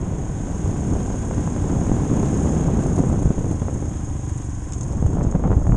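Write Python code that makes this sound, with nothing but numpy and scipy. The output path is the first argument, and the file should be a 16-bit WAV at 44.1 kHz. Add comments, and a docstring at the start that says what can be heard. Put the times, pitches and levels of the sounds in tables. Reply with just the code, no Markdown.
"""A single-cylinder motorcycle rides along a gravel track, heard from the passenger's seat.
The engine pulls, eases off to separate thumps and picks up again: one crank times its exhaust pulses,
its rattling castings, its whining gears and the tick and sizzle of its valve gear, all made from shaped noise and tones.
Gusty wind, built from eddies of three sizes and single slaps, drops as the bike slows and returns from the side in a bend.
The tyres crunch, single bright ticks stand out and loose metal clinks on the bumps, as short bursts of coloured noise."""
import sys
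import numpy as np
from scipy import signal
from scipy.fft import rfft, irfft
from scipy.io import wavfile

SR = 44100
rng = np.random.default_rng(int(sys.argv[2]) if len(sys.argv) > 2 else 0)


def bounce(signal):
    """Save signal as a 16-bit WAV file at the path given by the first command-line argument."""
    frames = np.transpose(np.atleast_2d(signal))
    limited = np.clip(frames, -1, 1)
    pcm = np.round(limited * 32767).astype(np.int16)
    wavfile.write(sys.argv[1], SR, pcm)


N = 254192
TIME = np.arange(N) / SR


def amp(db):
    """Turns decibels into a gain."""
    return 10 ** (np.asarray(db) / 20)


def unit(x):
    """Scales a sound to an average strength (rms) of 1."""
    return x / np.sqrt(np.mean(x ** 2) + 1e-20)


def curves(rows):
    """Draws straight lines between the rows of a table: one value per sample for each column after the time."""
    times, *columns = np.transpose(rows)
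    return [np.interp(TIME, times, column) for column in columns]


def add(mix, start_s, sound):
    """Mixes a short sound into a longer one at the given time."""
    part = mix[max(round(start_s * SR), 0):][:len(sound)]
    part += sound[:len(part)]


def colour(x, spectrum, size=8192):
    """Filters a sound to the given spectrum with energy 1; a click rings only after it lands."""
    pitch_hz, level_db = np.transpose(spectrum)
    bins_hz = abs(np.fft.fftfreq(size, 1 / SR))
    gain_db = np.interp(np.log(bins_hz + 1), np.log(pitch_hz), level_db)
    # minimum phase: the filter answers as early as it can
    log_response = np.conj(signal.hilbert(np.log(amp(gain_db))))
    ring = np.fft.ifft(np.exp(log_response)).real[:size // 2]
    return signal.oaconvolve(x, ring / np.linalg.norm(ring))[:N]


def resonate(x, pitch_hz, width_hz):
    """Rings one mode of energy 1; a narrower mode rings longer."""
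    r = np.exp(-np.pi * width_hz / SR)
    pole = r * np.exp(2j * np.pi * pitch_hz / SR)
    return np.sqrt(2 * (1 - r * r)) * signal.lfilter([1], [1, -pole], x).real


def noise():
    """White noise of rms 1."""
    return rng.standard_normal(N)


def drift(hz):
    """Slow random wandering of rms 1, with changes up to about hz."""
    lowpass = np.exp(-(np.fft.rfftfreq(N, 1 / SR) / hz) ** 2)
    return unit(irfft(rfft(noise()) * lowpass, N))


def steady(x, span_s):
    """Evens out swells slower than span_s, leaving an rms of about 1."""
    window = signal.windows.hann(int(span_s * SR))

    def local_sum(v):
        return signal.fftconvolve(v, window, "same")

    power = abs(local_sum(x ** 2) / local_sum(np.ones(N)))
    return x / np.sqrt(power + 1e-12)


def swell(centre_s, length_s):
    """A smooth rise to 1 and fall back to 0."""
    return np.cos(np.pi * np.clip((TIME - centre_s) / length_s, -.5, .5)) ** 2


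def side_wind():
    """How far the wind has swung to the side in the bend, from 0 to 1."""
    start_s, turn_s = 5.14, 0.31
    return np.clip((TIME - start_s) / turn_s, 0, 1)


def spike(t, width_s, front=0.26):
    """The pressure of a passing vortex: a trough, a steep front, a pointed peak and a shallow trough."""
    tip_s, front_s = .00018, .00025
    distance = (np.hypot(t, tip_s) - tip_s) / width_s
    shape = 1 - distance + front * np.tanh(t / front_s)
    return shape * np.exp(-distance) * signal.windows.hann(len(t))


# strength of the airflow over the microphone: time_s, level_db
AIRFLOW = [(0, -27.5), (.25, -30.5), (.55, -28.5), (.8, -26), (1.2, -27), (1.6, -23.5), (1.85, -23),
           (2.3, -22), (2.65, -20), (3.1, -22.5), (3.35, -26), (3.75, -30), (4.1, -36), (4.45, -41),
           (4.79, -37), (4.87, -30.5), (5.0, -27), (5.18, -24), (5.76, -26.5)]
# single gusts: centre_s, length_s, rumble_lift_db, rush_lift_db
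GUSTS = [(0.05, 0.086, 3, 1), (0.674, 0.16, 5.5, 1), (0.943, 0.21, 3, 3.5), (1.64, 0.15, 3.5, -1),
         (1.732, 0.061, 4, 5), (1.91, 0.089, 7.5, -0.5), (2.147, 0.27, 0.5, 3), (2.48, 0.2, 0, 0.5),
         (2.667, 0.11, 2.5, 3.5), (2.868, 0.21, 1.5, 1), (3, 0.11, 0, 4.5), (3.115, 0.13, 6, 3.5),
         (3.265, 0.048, 16, -4.5), (3.502, 0.076, 0, 3), (5.063, 0.095, 11, -3.5), (5.19, 0.16, 3, 4.5),
         (5.28, 0.059, 9, 0.5), (5.348, 0.049, -3.5, 7), (5.452, 0.094, -1, 7.5), (5.515, .07, 1.5, 9),
         (5.574, .04, 8, 3), (5.757, 0.22, 8, 3)]
# brief lulls between gusts: centre_s
LULLS = [.58, 1.57, 2.07, 3.34, 3.57, 3.65, 3.96, 5.306, 5.41, 5.62]


def eddy_levels(large_db=-21.0, middle_db=0.4, small_db=-17.0):
    """Levels in dB of three eddy sizes: all follow the airflow, the small ones more than the large."""
    large_slope, small_slope = 0.2, 0.84  # dB per dB of airflow
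    lull_s, lull_db = 0.13, -2.5
    bend_rumble_db, bend_buffet_db, bend_tear_db = 7, -0.5, 1.5
    air = curves(AIRFLOW)[0]
    bend = side_wind()
    lull = lull_db * sum(swell(s, lull_s) for s in LULLS)
    rumble = lull + sum(db * swell(s, length) for s, length, db, _ in GUSTS)
    rush = lull + sum(db * swell(s, length) for s, length, _, db in GUSTS)
    return (large_db + large_slope * air + bend_rumble_db * bend + rumble,
            middle_db + air + bend_buffet_db * bend + rush,
            small_db + small_slope * air + bend_tear_db * bend + rush)


def crackle(levels, per_s=240, spread_db=2.0, level_db=-14.0, width_s=0.0003, bend_db=7.5):
    """Tiny vortices burst on the microphone port as separate cracks, stronger in the side wind."""
    t = np.arange(-SR // 200, SR // 200) / SR
    hits = rng.random(N) < per_s / SR
    sizes = hits * amp(spread_db * np.minimum(rng.exponential(1, N), 2.5))
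    cracks = unit(signal.oaconvolve(sizes, spike(t, width_s), "same"))
    return amp(levels + level_db + bend_db * side_wind()) * cracks


# spectra of the large, middle and small eddies: pitch_hz, level_db (per Hz)
LARGE = [(8, -28.5), (20, -6), (35, -3), (65, -2.5), (100, -3), (140, -10), (250, -24), (600, -102.5)]
MIDDLE = [(50, -30), (100, -7.5), (150, 0), (220, -4.5), (300, -9), (400, -13), (550, -23), (1000, -60.5),
          (2500, -89.5)]
SMALL = [(250, -11), (430, -0.5), (560, 0.5), (750, -1.5), (1000, -8), (1400, -16), (2000, -28.5),
         (3000, -36), (4500, -52), (9000, -79.5)]


def wind(crest_db=2.0, tear_db=3.5, flutter_db=1.5, snaps=0.53, snaps_per_s=260):
    """Eddies cross the microphone in quick throbs; the smaller ones break off the crests of the larger."""
    throb_db, throb_hz = 1.8, 24
    calm_s, calm_db = .028, -3.5
    large_level, middle_level, small_level = eddy_levels()
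    throbs = throb_db * np.tanh(drift(throb_hz))
    large = steady(colour(noise(), LARGE), 0.25)
    buffets = colour(noise() * amp(crest_db * large), MIDDLE)
    middle = steady(buffets * amp(throbs), 0.15)
    crests = np.clip(unit(large + 1.13 * middle), -2.5, 2.5)
    # the tightest eddies pass as separate snaps
    spikes = (rng.random(N) < snaps_per_s / SR) * rng.random(N)
    tearing = (noise() + snaps * unit(spikes)) * amp(tear_db * crests + flutter_db * drift(49))
    small = steady(colour(tearing, SMALL), 0.24)
    # the stream runs smooth for a moment ahead of each slap
    lead_ins = sum(swell(s - calm_s / 2, calm_s) for s, _, _ in SLAPS)
    calm = calm_db * np.minimum(lead_ins, 1)
    return (large * amp(large_level) + middle * amp(middle_level + calm)
            + small * amp(small_level + calm) + crackle(small_level + calm))


# single slaps of air: peak_time_s, level_db, width_s (how quickly each side dies away)
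SLAPS = [(1.103, -13.5, 0.00051), (1.312, -13.5, 0.00033), (1.381, -6.5, 0.0022), (1.564, -13.5, 0.00041),
         (1.701, -18, 0.00082), (1.753, -21, 0.00063), (1.816, -9, 0.0017), (1.868, -12.5, 0.00065),
         (1.896, -7.5, 0.0011), (1.917, -5.5, 0.0011), (2.231, -9.5, 0.0007), (2.659, -13, 0.0011),
         (2.686, -11, 0.0011), (2.74, -13, 0.00081), (2.783, -13, .0012), (2.98, -10, 0.001),
         (2.991, -10, 0.00073), (3.038, -7.5, 0.00081), (3.129, -9, 0.0018), (3.257, -7, 0.002),
         (3.3055, -4.5, 0.0016), (3.382, -6.5, 0.0022), (3.445, -12, 0.00073), (3.494, -19, 0.0021),
         (3.512, -12.5, 0.0011), (3.62, -7, 0.002), (3.667, -16, 0.0016), (3.684, -12, 0.00041),
         (3.75, -13, 0.0035), (3.825, -13.5, 0.0011), (3.855, -17.5, 0.0015), (5.026, -7, 0.0021),
         (5.064, -15, 0.00047), (5.171, -12.5, .0007), (5.186, -16, .0006), (5.211, -15, 0.00031),
         (5.25, -12, 0.00077), (5.325, -16.5, 0.00034), (5.352, -5, 0.002), (5.396, -14, 0.00085),
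         (5.439, -11.5, 0.0004), (5.449, -15.5, 0.0004), (5.458, -11.5, 0.00076), (5.478, -15, 0.00034),
         (5.506, -14, 0.0006), (5.517, -10, 0.00037), (5.529, -17, 0.0002), (5.533, -14, 0.0012),
         (5.584, -17, 0.0017), (5.65, -20, 0.00043), (5.669, -15.5, 0.00029), (5.695, -9.5, 0.0033),
         (5.722, -15, 0.00021), (5.745, -16, 0.0007)]


def slaps(wake_db=-26.5, wake_s=0.01, thump_db=-18.5):
    """Tight vortices hit the port one by one, each trailing a short wake of middle and small eddies."""
    hits, wakes = np.zeros(N), np.zeros(N)
    t = np.arange(-SR // 100, SR // 100) / SR
    wake = np.exp(-np.arange(SR // 20) / SR / wake_s)
    for s, db, width_s in SLAPS:
        add(hits, s + t[0], amp(db) * spike(t, width_s))
        add(wakes, s, amp(db) * wake)
    hiss = amp(wake_db) * colour(wakes * noise(), SMALL)
    thump = amp(thump_db) * colour(wakes * noise(), MIDDLE)
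    return hits + hiss + thump


def gravel(per_s=70, spread_db=8.0, level_db=-24.0, grain_s=0.00079):
    """Small stones crack under the tyres in clumps of short grains; the level follows the sizzle."""
    hits = rng.random(N) < per_s * amp(4 * drift(12)) / SR
    sizes = hits * amp(spread_db * np.minimum(rng.exponential(1, N), 3))
    grains = signal.lfilter([1], [1, -np.exp(-1 / (grain_s * SR))], sizes) * noise()
    return amp(curves(SIZZLE)[0] + level_db) * unit(colour(grains, METAL))


# loose metal on the bumps, before it rings: start_s, strike_db, chatter_db, frame_knock_db
CLINKS = [(2.667, -46, -56, -52), (4.7225, -26, -42, -44), (4.734, -31, -38, -48), (4.742, -36, -48, -54),
          (4.8083, -30, -41, -51), (4.8105, -28.5, -46, -49), (4.832, -36, -43, -58),
          (4.918, -40, -45, -60), (4.924, -36, -50, -62), (5.133, -35, -55, -63), (5.231, -32, -40, -60),
          (5.312, -36, -46, -60), (5.3145, -35, -48, -62)]
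# spectra of the loose metal and of the frame: pitch_hz, level_db (per Hz)
METAL = [(1200, -12), (2500, -34), (3500, -21.5), (4400, -34), (5300, -11), (6000, -16), (6500, 6),
         (7300, -0.5), (8500, -12.5), (10000, -29), (11000, -47), (14000, -65)]
FRAME = [(300, -16), (1200, 3), (2500, -5), (3500, 1.5), (4400, -25), (6000, -32), (12000, -68)]


def clinks(chatter_s=0.011, strike_s=0.0011, bounces_per_s=350, knock_s=0.0072, detune=0.028,
           ring=0.52, ring_hz=6600, ring_width_hz=90, ping=0.1, ping_hz=5400, ping_width_hz=260):
    """Bumps strike loose metal, which chatters in bounces, rings in two modes and knocks the frame."""
    force, rings, knocks = np.zeros(N), np.zeros(N), np.zeros(N)
    t = np.arange(SR // 4) / SR
    for s, strike_db, chatter_db, knock_db in CLINKS:
        scrape, chatter = rng.standard_normal((2, len(t)))
        bounces = unit(np.sign(chatter) * (rng.random(len(t)) < bounces_per_s / SR))
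        strike = amp(strike_db) * np.exp(-t / strike_s) * scrape
        blow = strike + amp(chatter_db) * np.exp(-t / chatter_s) * bounces
        # both modes ring at a slightly different pitch each time
        high, low = 1 + detune * rng.uniform(-1.1, 1, 2)
        add(force, s, blow)
        add(rings, s, ring * resonate(blow, ring_hz * high, ring_width_hz)
            + ping * resonate(blow, ping_hz * low, ping_width_hz))
        add(knocks, s, amp(knock_db) * np.exp(-t / knock_s) * scrape)
    # soften the ringing above 8500 Hz
    rings = signal.sosfilt(signal.butter(4, 8500, fs=SR, output="sos"), rings)
    return colour(force, METAL) + rings + colour(knocks, FRAME)


# single bright ticks, many of them probably from the valve gear: start_s, level_db
TICKS = [(2.823, -40), (2.836, -43), (2.867, -38.5), (2.93, -42), (2.961, -37), (2.985, -36), (3.091, -38),
         (3.192, -41), (3.225, -40), (3.391, -41), (3.479, -46), (3.512, -38), (3.527, -45), (3.739, -40),
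         (4.294, -39), (4.377, -40), (4.445, -40), (4.784, -40), (4.835, -39), (4.882, -45), (4.93, -45),
         (5.064, -42), (5.678, -50)]
# spectrum of the ticks: pitch_hz, level_db (per Hz)
TICK_SPECTRUM = [(2000, -24), (4400, -20.5), (5500, -24), (6100, -5), (6600, 3), (7500, -7), (9000, -8.5),
                 (10200, -13), (11000, -37), (14000, -52)]


def ticks(decay_s=0.0069):
    """Single bright ticks, many probably from the valve gear, each a burst of noise that dies away."""
    force, t = np.zeros(N), np.arange(SR // 10) / SR
    for s, db in TICKS:
        add(force, s, amp(db) * np.exp(-t / decay_s))
    return colour(force * noise(), TICK_SPECTRUM)


def stroke(cycle, at, length):
    """A burst that starts at a fixed share of every engine cycle and dies away."""
    return np.exp(-((cycle - at) % 1) / length)


# brightness of the valve gear: time_s, sizzle_db
SIZZLE = [(0, -49), (.7, -44), (2.1, -43), (2.42, -41), (2.6, -41.5), (2.67, -45), (2.76, -45), (2.82, -43),
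          (3, -43.5), (3.3, -46), (4.3, -46), (4.9, -47), (5.45, -52.5), (5.76, -49)]
# spectrum of the valve gear: pitch_hz, level_db (per Hz)
VALVES = [(3000, -49.5), (4400, -30), (5000, -17), (5600, -12.5), (6080, -11), (6450, 3), (6750, 1.5),
          (7100, -3.5), (8000, -10.5), (9200, -12.5), (10100, -19.5), (10900, -36), (12500, -40),
          (14000, -49)]


def valve_gear(cycle, uneven_db=1.5, ring=0.32, flutter_db=0.05, tappet=0.73, tappet_s=0.0055):
    """Two tappet strokes a cycle stand out of the chain's bright sizzle;
    two narrow high resonances, probably of the microphone port, ring in it."""
    length = tappet_s * curves(SPEED)[0]  # seconds to share of a cycle
    taps = tappet * (stroke(cycle, 0.36, length) + 0.26 * stroke(cycle, 0.11, length))
    force = (1 + taps * amp(uneven_db * drift(23))) * amp(flutter_db * drift(25))
    port = resonate(force * noise(), 6489, 60) + 0.59 * resonate(force * noise(), 7220, 60)
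    sizzle = unit(colour(force * noise(), VALVES))
    return amp(curves(SIZZLE)[0]) * unit(sizzle + ring * unit(port))


# gear teeth meeting: meshes_per_cycle, level_db (against each other)
GEARS = [(21, 2), (23, 7), (25.5, 1), (32, -2), (34, -10), (41, -4)]


def gear_whine(cycle, waver_db=4.0, jitter=.055, jitter_hz=40):
    """Mesh tones sing out as they pass a resonance of the castings; play between the teeth roughens them."""
    speed, whine = curves(SPEED)[0], np.zeros(N)
    for meshes, db in GEARS:
        lift = sum(amp(gain_db) / np.hypot(1, 2 * (meshes * speed - pitch_hz) / width_hz)
                   for pitch_hz, width_hz, gain_db in CASTINGS)
        turns = meshes * cycle + jitter * drift(jitter_hz)
        whine += lift * amp(db + waver_db * drift(18.0)) * np.sin(2 * np.pi * turns)
    return amp(curves(LOAD)[1]) * unit(whine)


# spectrum of the gears' even rush: pitch_hz, level_db (per Hz)
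CASE = [(250, 0), (450, -1), (650, 0.5), (880, 10), (1250, 1.5), (1600, 6), (2000, 2), (2800, -3),
        (3400, -2.5), (3900, -9), (4500, -39), (7000, -47)]
# ringing of the castings: pitch_hz, width_hz, level_db (against each other)
CASTINGS = [(730, 57, -8), (778, 58, 5.5), (1005, 90, 7.5), (1255, 100, -7), (1480, 81, -5),
            (1880, 47, -14.5), (2360, 87, -24), (2630, 110, -19), (3110, 210, -19.5)]


def crankcase(cycle, knock=0.29, ring=1.47, level_db=4.5, uneven_db=3.0, size=400):
    """Moving parts rattle the castings in much the same pattern every cycle, over the even rush of the gears."""
    pattern = np.interp(cycle % 1 * size, np.arange(size), rng.standard_normal(size))
    knocks = 1 + knock * stroke(cycle, 0.55, 0.084)
    rattle = (.5 * noise() + pattern) * knocks * amp(uneven_db * drift(110))
    modes = sum(amp(db) * resonate(rattle, pitch_hz, width_hz) for pitch_hz, width_hz, db in CASTINGS)
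    rush = unit(colour(noise(), CASE))
    return amp(curves(LOAD)[1] + level_db) * unit(rush + ring * unit(modes))


# engine levels: time_s, exhaust_db, clatter_db (base for crankcase and gears), silencer_ring_db
LOAD = [(0, -45.5, -51.5, -38), (.6, -33.5, -49.5, -39), (1.5, -28.5, -48.5, -39.5),
        (2.4, -30.5, -46, -30.5), (3, -28, -49.5, -38), (3.6, -27.5, -52, -40), (4.0, -27, -52, -43),
        (4.25, -25.5, -52, -51), (4.65, -31.5, -53.5, -44), (5, -25.5, -54.5, -52), (5.4, -41, -56, -38.5),
        (5.76, -42, -60, -27.5)]
# spectra of the exhaust pipe and of the silencer: pitch_hz, level_db (per Hz)
PIPE = [(20, -35), (45, -19.5), (70, 0.5), (95, -1), (120, -2), (150, -9.5), (200, -22), (245, -19.5),
        (295, -10), (340, -20.5), (450, -34), (900, -43.5), (2500, -72), (10000, -110)]
SILENCER = [(60, -32), (130, -6.5), (180, -1), (230, -18.5), (265, -6), (295, -1.5), (330, -18),
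            (420, -18.5), (700, -21.5), (1200, -34.5), (4000, -76)]


def exhaust(cycle, intake=0.089, uneven_db=1.2, puff=.15):
    """Each firing sends a pressure pulse and a puff of gas through pipe and silencer; the intake gulps later."""
    def pulse(at):
        return np.diff(np.floor(cycle - at), prepend=np.floor(-at))

    pulses = (pulse(0) - intake * pulse(0.26)) * amp(uneven_db * drift(23))
    gas = unit(stroke(cycle, 0, 0.35) * noise())
    drive = unit(pulses) + puff * gas
    pipe_level, _, silencer_level = curves(LOAD)
    pipe = amp(pipe_level) * unit(colour(drive, PIPE))
    return pipe + amp(silencer_level) * unit(colour(drive, SILENCER))


# engine speed: time_s, firings_hz (firings per second, before a slight random wobble)
SPEED = [(0.0, 29.18), (0.5, 30.6), (0.85, 31.09), (1.1, 31.69), (1.5, 32.32), (2.0, 33.45), (2.5, 34.46),
         (2.6, 33.2), (2.72, 28.46), (2.87, 32.81), (3.1, 29.8), (3.4, 30.45), (3.6, 27.55), (4.0, 25.6),
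         (4.4, 23.48), (4.6, 21.9), (4.8, 20.71), (5.0, 21.8), (5.25, 24.47), (5.76, 26.21)]


def scene():
    """One crank drives the steady engine sounds; wind, track and single ticks lie over them."""
    wobble = 1 + 0.00324 * drift(14.3)
    cycle = np.cumsum(curves(SPEED)[0] * wobble) / SR
    track = gravel() + clinks()
    engine = valve_gear(cycle) + gear_whine(cycle) + crankcase(cycle) + exhaust(cycle)
    return (wind() + slaps() + track + ticks() + engine)[None]


def record(dry):
    """Cuts off the treble above an edge pitch."""
    edge_hz = 13500
    lowpass = signal.firwin(511, edge_hz, window=("kaiser", 9), fs=SR)
    return signal.oaconvolve(dry, lowpass[None], "same")


dry = scene()
out = record(dry)
bounce(out)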